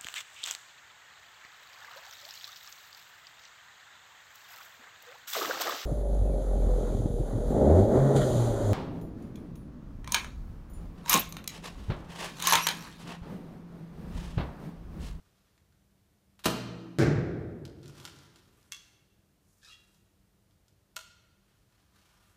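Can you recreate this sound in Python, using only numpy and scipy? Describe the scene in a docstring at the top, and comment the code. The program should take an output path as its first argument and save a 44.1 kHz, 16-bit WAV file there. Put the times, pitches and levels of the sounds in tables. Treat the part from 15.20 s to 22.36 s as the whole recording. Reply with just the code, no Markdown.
"""A bowstring, loosed in a low, wide concrete hall, slips and slaps home as coloured noise bursts; the limbs
ring as damped modes. Half a second later the arrow thumps into a far target: a burst and a modal ring.
A new arrow is drawn with small ticks, knocked, slid over the rest as filtered friction grains and clicked
onto the string. Clothing rustles as clumped noise, over faint ventilation noise and narrow-band mains hum.
Two-slope reverberation and discrete early echoes place the sounds near by or at the far end."""
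import sys
import numpy as np
from scipy import signal
from scipy.fft import rfft, irfft, next_fast_len
from scipy.io import wavfile
from scipy.ndimage import uniform_filter1d

SR = 44100
rng = np.random.default_rng(int(sys.argv[2]) if len(sys.argv) > 2 else 0)


def int16_out(signal):
    """Quantize to a 16-bit WAV file."""
    q = np.round(np.clip(np.atleast_2d(signal).T, -1, 1) * 32767)
    wavfile.write(sys.argv[1], SR, q.astype(np.int16))


N = 315756

# Levels in the tables apply before the filters and the hall; spectra are relative, per Hz.
# ventilation spectrum: [f/Hz, level/dB]
AIR_SPECTRUM = [(12, -49.5), (20, -25), (39, -2.5), (103, -5), (207, -11.5), (266, -22), (298, -15),
                (597, -22.5), (649, -20.5), (746, -25), (906, -26.5), (1340, -27.5), (2680, -31.5),
                (3000, -31), (15500, -36)]
AIR_DB = -68.5   # rms
# wavering mains hum: [f/Hz, bandwidth/Hz, rms level/dB]
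HUM_BANDS = [(96, 6.1, -80.5), (196.75, 2.7, -78.5), (284, 6.9, -89)]

# clothing and arrows brushing, one row per movement: [t/s at full level, hold/s, level/dB, swish level/dB re cloth]
MOVEMENTS = [(0.0, 0.27, -78, -13.5), (2.64, 0.047, -67.5, -14), (2.79, 0.047, -57.5, -10),
             (2.985, 0.013, -67.5, -23), (3.16, 0.1, -76, -8), (3.36, 0.33, -76.5, -2),
             (4.29, .09, -86.5, 10), (4.6, 0.15, -84.5, 6), (6.26, 0.071, -76.5, -10),
             (6.51, 0.092, -77.5, -13), (6.759, 0.13, -70.5, -10), (7.02, .2, -75, -5)]
# cloth spectrum: [f/Hz, level/dB]
CLOTH_SPECTRUM = [(400, -21.5), (700, -5), (1400, 0), (2100, -7), (3500, -4), (6000, -6), (9000, -16),
                  (15500, -26.5)]
RUSTLE_RISE_DB_PER_S, RUSTLE_FALL_DB_PER_S = 211, 84
RUSTLE_CLUMP_DB, RUSTLE_CLUMP_S = 3, 0.0068   # rms level variation; averaging time

# ticks of arrows in the quiver and gear: [t/s, level/dB, centre f/Hz]
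TICK_EVENTS = [(0.378, -52, 1780), (0.524, -58, 1400), (2.4524, -37, 3840), (2.6303, -46.5, 3670),
               (2.658, -43.5, 3590), (2.6794, -44.5, 5410), (2.755, -53, 3620), (2.778, -44, 900),
               (2.8001, -37.5, 3100), (2.852, -27.5, 3800), (2.875, -37, 1500), (2.9626, -50, 5150),
               (2.988, -47, 4050), (3.159, -45.5, 3540), (3.1874, -53, 3530), (3.428, -56, 4730),
               (4.7462, -57, 4580), (5.3094, -60.5, 3395), (5.4819, -55, 4720)]
# modes of the loose arrows: [f/Hz, level/dB, t60/s]
QUIVER_MODES = [(942, -2.5, .04), (1420, 1.5, 0.026), (2550, -9, .03), (3123, -5, 0.025),
                (3510, -3.5, 0.036), (4220, -6, 0.025), (4880, 0, 0.03), (7200, 0, 0.021)]
TICK_DECAY_S, TICK_RING_DB = 0.0029, -18   # time constant of the crack; ring drive relative to it

# string contacts at the loose: [t/s, level/dB, decay constant/s, low cut f/Hz]
STRING_CONTACTS = [(1.192, -51, 0.0094, 917), (1.239, -43, 0.0055, 913), (1.2434, -29.5, 0.0055, 895),
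                   (1.249, -34.5, 0.011, 705), (1.2561, -19, 0.0095, 200.5), (1.2609, -21.5, 0.0052, 60.7),
                   (1.268, -29, 0.004, 58.7)]
# string slap spectrum: [f/Hz, level/dB]
SLAP_SPECTRUM = [(35, -31), (60, 7), (142, 2), (585, -8), (773, -11), (1230, -7), (2250, -15.5),
                 (2650, -11), (3340, -13.5), (3840, -10), (5080, -17.5), (9080, -20.5), (15500, -24)]
# modes of limbs and string: [f/Hz, level/dB, t60/s]
LIMB_MODES = [(120.6, -4.5, 1.3), (172.4, -13, 0.92), (176.3, -10.5, 2.2), (295.7, -14.5, 0.24),
              (327.2, 6, 0.4), (482, -8, 0.4), (642, -10.5, 0.49), (994, -6.5, 0.11), (1510, -3, 0.076)]
LIMBS_DB = -31.5

# spectrum of the arrow entering the target: [f/Hz, level/dB]
THUMP_SPECTRUM = [(15, -46.5), (35, -18), (66, -3), (119, -2), (152, 1.5), (209, -9), (331, -6.5),
                  (359, -6), (389, -5), (703, -18.5), (1000, -25), (1530, -19), (2200, -24), (2850, -33),
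                  (5580, -32), (10900, -44), (15500, -48)]
# target modes: [f/Hz, level/dB, t60/s]
TARGET_MODES = [(145, -3, 0.58), (67.95, -6, 0.2), (232.5, -7, 0.078), (341.4, -4.5, 0.31),
                (557.3, -12.5, 0.18)]
THUMP_S, THUMP_DB, THUMP_DECAY_S = 1.7865, -13, 0.0012
TARGET_RING_DB = -23

# the shaft bounces on the bow: [t/s, level/dB]
SHAFT_BOUNCES = [(3.5175, -47), (3.5211, -27), (3.534, -42), (3.547, -46)]
# arrow shaft modes: [f/Hz, level/dB, t60/s]
SHAFT_MODES = [(1150, -3, .05), (1900, -4, .03), (2175, -7, .07), (2724, 0, .08), (3320, -1, .1),
               (3375, -3, .3), (3410, -3, .2), (3950, -3, .03), (4880, -2, .025), (5650, -1, .025),
               (6100, 6, .02), (6300, 3, .035), (7340, 0, .025)]
SHAFT_RING_DB = -17.5   # ring drive relative to each clack

# resonances that catch in turn as the contact moves along the shaft: [f/Hz, bandwidth/Hz, level/dB, loudest t/s]
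REST_RESONANCES = [(1340, 96, -2, 4.49), (1685, 79, -2, 4.44), (1935, 60, -1.5, 4.54),
                   (2550, 56, -4.5, 4.46), (2785, 79, 2, 4.52), (3305, 75, 1.5, 4.535),
                   (3680, 90, -6, 4.44), (3900, 36, -1, 4.495), (4880, 140, -6, 4.46)]
SLIDE_S, SLIDE_HOLD_S, SLIDE_DB = 4.44, 0.084, -59.5
SLIDE_RISE_DB_PER_S, SLIDE_FALL_DB_PER_S = 500, 300

# the nock snaps onto the string: [t/s, level/dB]
NOCK_STEPS = [(5.7614, -34), (5.7647, -27), (5.7657, -26.5)]
# bow handle modes: [f/Hz, level/dB, t60/s]
HANDLE_MODES = [(646, -11, .1), (1012, -8, .07), (1367, -24, 1.1), (1416, 6.5, .055), (2550, -9, .04),
                (3068, -9, .035), (3984, -1, .018), (5200, -2, .012), (5900, -3, .012)]
NOCK_RING_DB = -42.5   # blow on the handle

# reverberation: [f/Hz, t60/s from near by, t60/s from the far end]
HALL_DECAY = [(50.1, 0.97, 1.7), (124, 1.1, 1.38), (300, 1.6, 1.35), (700, 0.91, 1.164), (1510, 0.86, 0.9),
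              (2920, 0.78, 0.74), (5800, 0.64, 0.51), (9750, 0.33, 0.27), (15100, 0.3, 0.2)]
# floor, ceiling and pillars: [delay t/s, level/dB]
NEAR_REFLECTIONS = [(.005, -8), (.011, -7.5), (.025, -9.5), (.045, -14)]
# floor and walls by the target: [delay t/s, level/dB re the shielded direct path]
FAR_REFLECTIONS = [(.0068, 2.5), (.013, 0.5), (0.037, 3), (.046, 2), (.083, -2)]
SHIELD_DB = -5   # the direct path from the target is partly blocked
RING_SENT_DB = -6.5   # share of the ringing parts that fills the hall
CUTOFF_HZ = 15900   # stopband edge of the microphone's upper limit


def from_db(db):
    """Level to amplitude: 20 dB is a factor of ten."""
    return 10 ** (np.asarray(db) / 20)


def rms_one(x):
    """Normalisation: scale to unit root-mean-square."""
    return x / np.sqrt(np.mean(x ** 2) + 1e-20)


def at_hz(points, hz, axis=1):
    """Linear interpolation of a table column over logarithmic frequency."""
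    points = np.array(points)
    return np.interp(np.log(hz + 1), np.log(points[:, 0]), points[:, axis])


def above(x, hz):
    """Second-order Butterworth low cut."""
    return signal.sosfilt(signal.butter(2, hz, "high", fs=SR, output="sos"), x)


def coloured(x, spectrum):
    """Minimum-phase filtering: the folded cepstrum gives a causal response of mean power gain 1."""
    size = next_fast_len(len(x) + SR)
    db = at_hz(spectrum, np.arange(size // 2 + 1) * SR / size)
    db -= 10 * np.log10(np.mean(from_db(2 * db)))
    cepstrum = irfft(db * np.log(10) / 20, size)
    cepstrum[1:size // 2] *= 2
    cepstrum[size // 2 + 1:] = 0
    response = np.exp(rfft(cepstrum))
    return irfft(rfft(x, size) * response, size)[:len(x)]


def resonate(x, hz, width_hz):
    """Two-pole resonance: the pole radius sets the bandwidth, with about unit gain at the peak."""
    r = np.exp(-np.pi * width_hz / SR)
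    numerator = np.array([1, 0, -1]) * (1 - r * r) / 2
    return signal.lfilter(numerator, [1, -2 * r * np.cos(2 * np.pi * hz / SR), r * r], x)


def struck(clicks, modes):
    """Modal superposition: an impulse starts every mode as an exponentially damped sine."""
    out = 0
    for hz, db, t60 in modes:
        r = from_db(-60 / (t60 * SR))
        w = 2 * np.pi * hz / SR
        numerator = [0, from_db(db) * np.sin(w)]
        out = out + signal.lfilter(numerator, [1, -2 * r * np.cos(w), r * r], clicks + 1e-18)
    return out


def click(s, db):
    """Ideal impulse: a blow of negligible duration."""
    out = np.zeros(N)
    out[round(s * SR)] = from_db(db)
    return out


def burst(s, db, decay_s):
    """Impulsive noise: instant onset, exponential decay and a nearly flat spectrum."""
    shape = np.exp(-np.arange(2048) / SR / decay_s)
    crack = rng.standard_normal(len(shape))
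    for _ in range(6):      # even out the spectrum, then restore the decay
        spectrum = rfft(crack * shape)
        even = irfft(spectrum / np.abs(spectrum))
        crack = even / np.sqrt(np.abs(uniform_filter1d(even ** 2, size=44)) + 1e-12)
    out, at = np.zeros(N), round(s * SR)
    out[at:at + len(shape)] = from_db(db) * crack * shape
    return out


def stroke(s, held_s, db, rise_db_per_s, fall_db_per_s):
    """Exponential envelope: level rises linearly in dB up to s, holds, then falls linearly."""
    time = np.arange(N) / SR
    rise = rise_db_per_s * np.maximum(s - time, 0)
    fall = fall_db_per_s * np.maximum(time - s - held_s, 0)
    return from_db(db - rise - fall)


def background():
    """Stationary noise: broad ventilation rumble and hiss, and hum that wavers as narrow-band noise."""
    air = from_db(AIR_DB) * rms_one(coloured(rng.standard_normal(N), AIR_SPECTRUM))
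    white = rng.standard_normal(N)
    hum = sum(from_db(db) * rms_one(resonate(white, hz, width_hz)) for hz, width_hz, db in HUM_BANDS)
    return air + hum


def rustle():
    """Fibre friction: uneven, clumped grains give a crackle, with a thin swish in each movement's share."""
    grains = rng.standard_normal(N) * from_db(2.3 * np.minimum(rng.exponential(1, N), 5))
    clumps = rms_one(uniform_filter1d(rng.standard_normal(N), round(RUSTLE_CLUMP_S * SR)))
    grains *= from_db(RUSTLE_CLUMP_DB * clumps)
    cloth = rms_one(coloured(grains, CLOTH_SPECTRUM))
    swish = rms_one(above(resonate(grains, 4800, 5600), 5000))
    out = 0
    for s, held_s, db, swish_db in MOVEMENTS:
        gain = stroke(s, held_s, db, RUSTLE_RISE_DB_PER_S, RUSTLE_FALL_DB_PER_S)
        out = out + gain * (cloth + from_db(swish_db) * swish)
    return out


def ticks():
    """Impact excitation: each short crack, around its own pitch, sets the loose arrows' modes ringing."""
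    cracks = sum(resonate(burst(s, db, TICK_DECAY_S), hz, 0.7 * hz) for s, db, hz in TICK_EVENTS)
    blows = sum(click(s, db + TICK_RING_DB) for s, db, _ in TICK_EVENTS)
    return above(above(cracks, 800), 800), above(struck(blows, QUIVER_MODES), 800)


def loose():
    """Impulsive release: the string slips off the fingers and slaps home; the limbs ring in damped modes."""
    contacts = sum(above(burst(s, db, decay_s), low_hz) for s, db, decay_s, low_hz in STRING_CONTACTS)
    home_s = STRING_CONTACTS[5][0]
    return coloured(contacts, SLAP_SPECTRUM), struck(click(home_s, LIMBS_DB), LIMB_MODES)


def target():
    """Damped impact: the arrow's push and tear into the packed target, and its dull modal ring."""
    push = coloured(burst(THUMP_S, THUMP_DB, THUMP_DECAY_S), THUMP_SPECTRUM)
    ring = struck(click(THUMP_S, TARGET_RING_DB), TARGET_MODES)
    tear = above(resonate(burst(THUMP_S, -28.5, 0.002), 3300, 4200), 1800)
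    return push, ring, tear


def knock():
    """Repeated impact: a bright rattling clack drives the shaft's modes at every bounce."""
    bounces = sum(burst(s, db, 0.0024) for s, db in SHAFT_BOUNCES)
    clack = above(resonate(bounces, 2950, 4260), 1200)
    blows = sum(click(s, db + SHAFT_RING_DB) for s, db in SHAFT_BOUNCES)
    ring = struck(blows, SHAFT_MODES)
    return above(clack, 950), above(above(ring, 950), 950)


def slide():
    """Sliding friction: random grains sound broadly and through successive resonances of shaft and rest."""
    grains = rng.standard_normal(N) * (rng.random(N) < 3000 / SR)   # about 3000 grains per second
    time = np.arange(N) / SR
    rings = 0
    for hz, width_hz, db, s in REST_RESONANCES:
        catch = np.exp(-((time - s) / 0.026) ** 2)
        rings = rings + from_db(db) * rms_one(resonate(grains, hz, width_hz)) * catch
    broad = rms_one(above(resonate(resonate(grains, 2700, 4200), 3150, 7300), 900))
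    gain = stroke(SLIDE_S, SLIDE_HOLD_S, SLIDE_DB, SLIDE_RISE_DB_PER_S, SLIDE_FALL_DB_PER_S)
    return gain * (from_db(-2.5) * rings + from_db(-4.5) * broad)


def nock():
    """Structure-borne sound: a bright snap in quick steps whose last step rings the bow handle."""
    steps = sum(burst(s, db, 0.002) for s, db in NOCK_STEPS)
    snap = above(above(resonate(steps, 2930, 5400), 1460), 1440)
    ring = struck(click(NOCK_STEPS[2][0], NOCK_RING_DB), HANDLE_MODES)
    return snap, above(ring, 540)


def hall(direct, sent, far, wet_db, build_s, late_db):
    """Room acoustics: dull early echoes, then a diffuse tail; far bays add a weaker decay of twice the t60."""
    age = np.arange(3 * SR) / SR
    white = rng.standard_normal((2, len(age)))
    edges = 25 * 2 ** np.arange(0, 9.7, 1 / 6)   # sixths of an octave
    tail = 0
    for k, (low, high) in enumerate(zip(edges, edges[1:])):
        # neighbouring bands use different noise
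        band = signal.sosfilt(signal.butter(2, [low, high], "band", fs=SR, output="sos"), white[k % 2])
        t60 = at_hz(HALL_DECAY, np.sqrt(low * high), axis=1 + far)
        fall = np.exp(-np.log(1000) * age / t60)
        tail = tail + band * (fall + from_db(late_db) * np.sqrt(fall))
    response = from_db(wet_db) * tail * (1 - np.exp(-age / build_s))
    out = signal.fftconvolve(sent, response)[:N] + direct
    dulled = signal.lfilter([.65], [1, -.35], direct)
    for s, db in FAR_REFLECTIONS if far else NEAR_REFLECTIONS:
        delay = round(s * SR)
        out[delay:] += from_db(db) * dulled[:-delay]
    return out


def scene():
    """Superposition: near sounds and the far target each pass through the hall; tear and background do not."""
    slap, limbs = loose()
    push, target_ring, tear = target()
    cracks, rings = np.sum([ticks(), knock(), nock()], axis=0)
    handling = cracks + slide() + rustle()
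    sent = slap + from_db(-2.5) * handling + from_db(-6.5) * limbs + from_db(RING_SENT_DB) * rings
    near = hall(slap + handling + limbs + rings, sent, False, wet_db=-37.5, build_s=0.0014, late_db=-14.0)
    shielded = from_db(SHIELD_DB) * (push + target_ring)
    far_sent = push + from_db(-12) * target_ring
    far = hall(shielded, far_sent, True, wet_db=-25.0, build_s=0.0078, late_db=-12)
    return (near + far + tear + background())[None]


def record(dry):
    """Band limitation: the microphone drops the deepest bass; the top is cut steeply."""
    top_cut = signal.cheby2(16, 60, CUTOFF_HZ, fs=SR, output="sos")
    return signal.sosfilt(top_cut, above(dry, 40))


dry = scene()
out = record(dry)
int16_out(out)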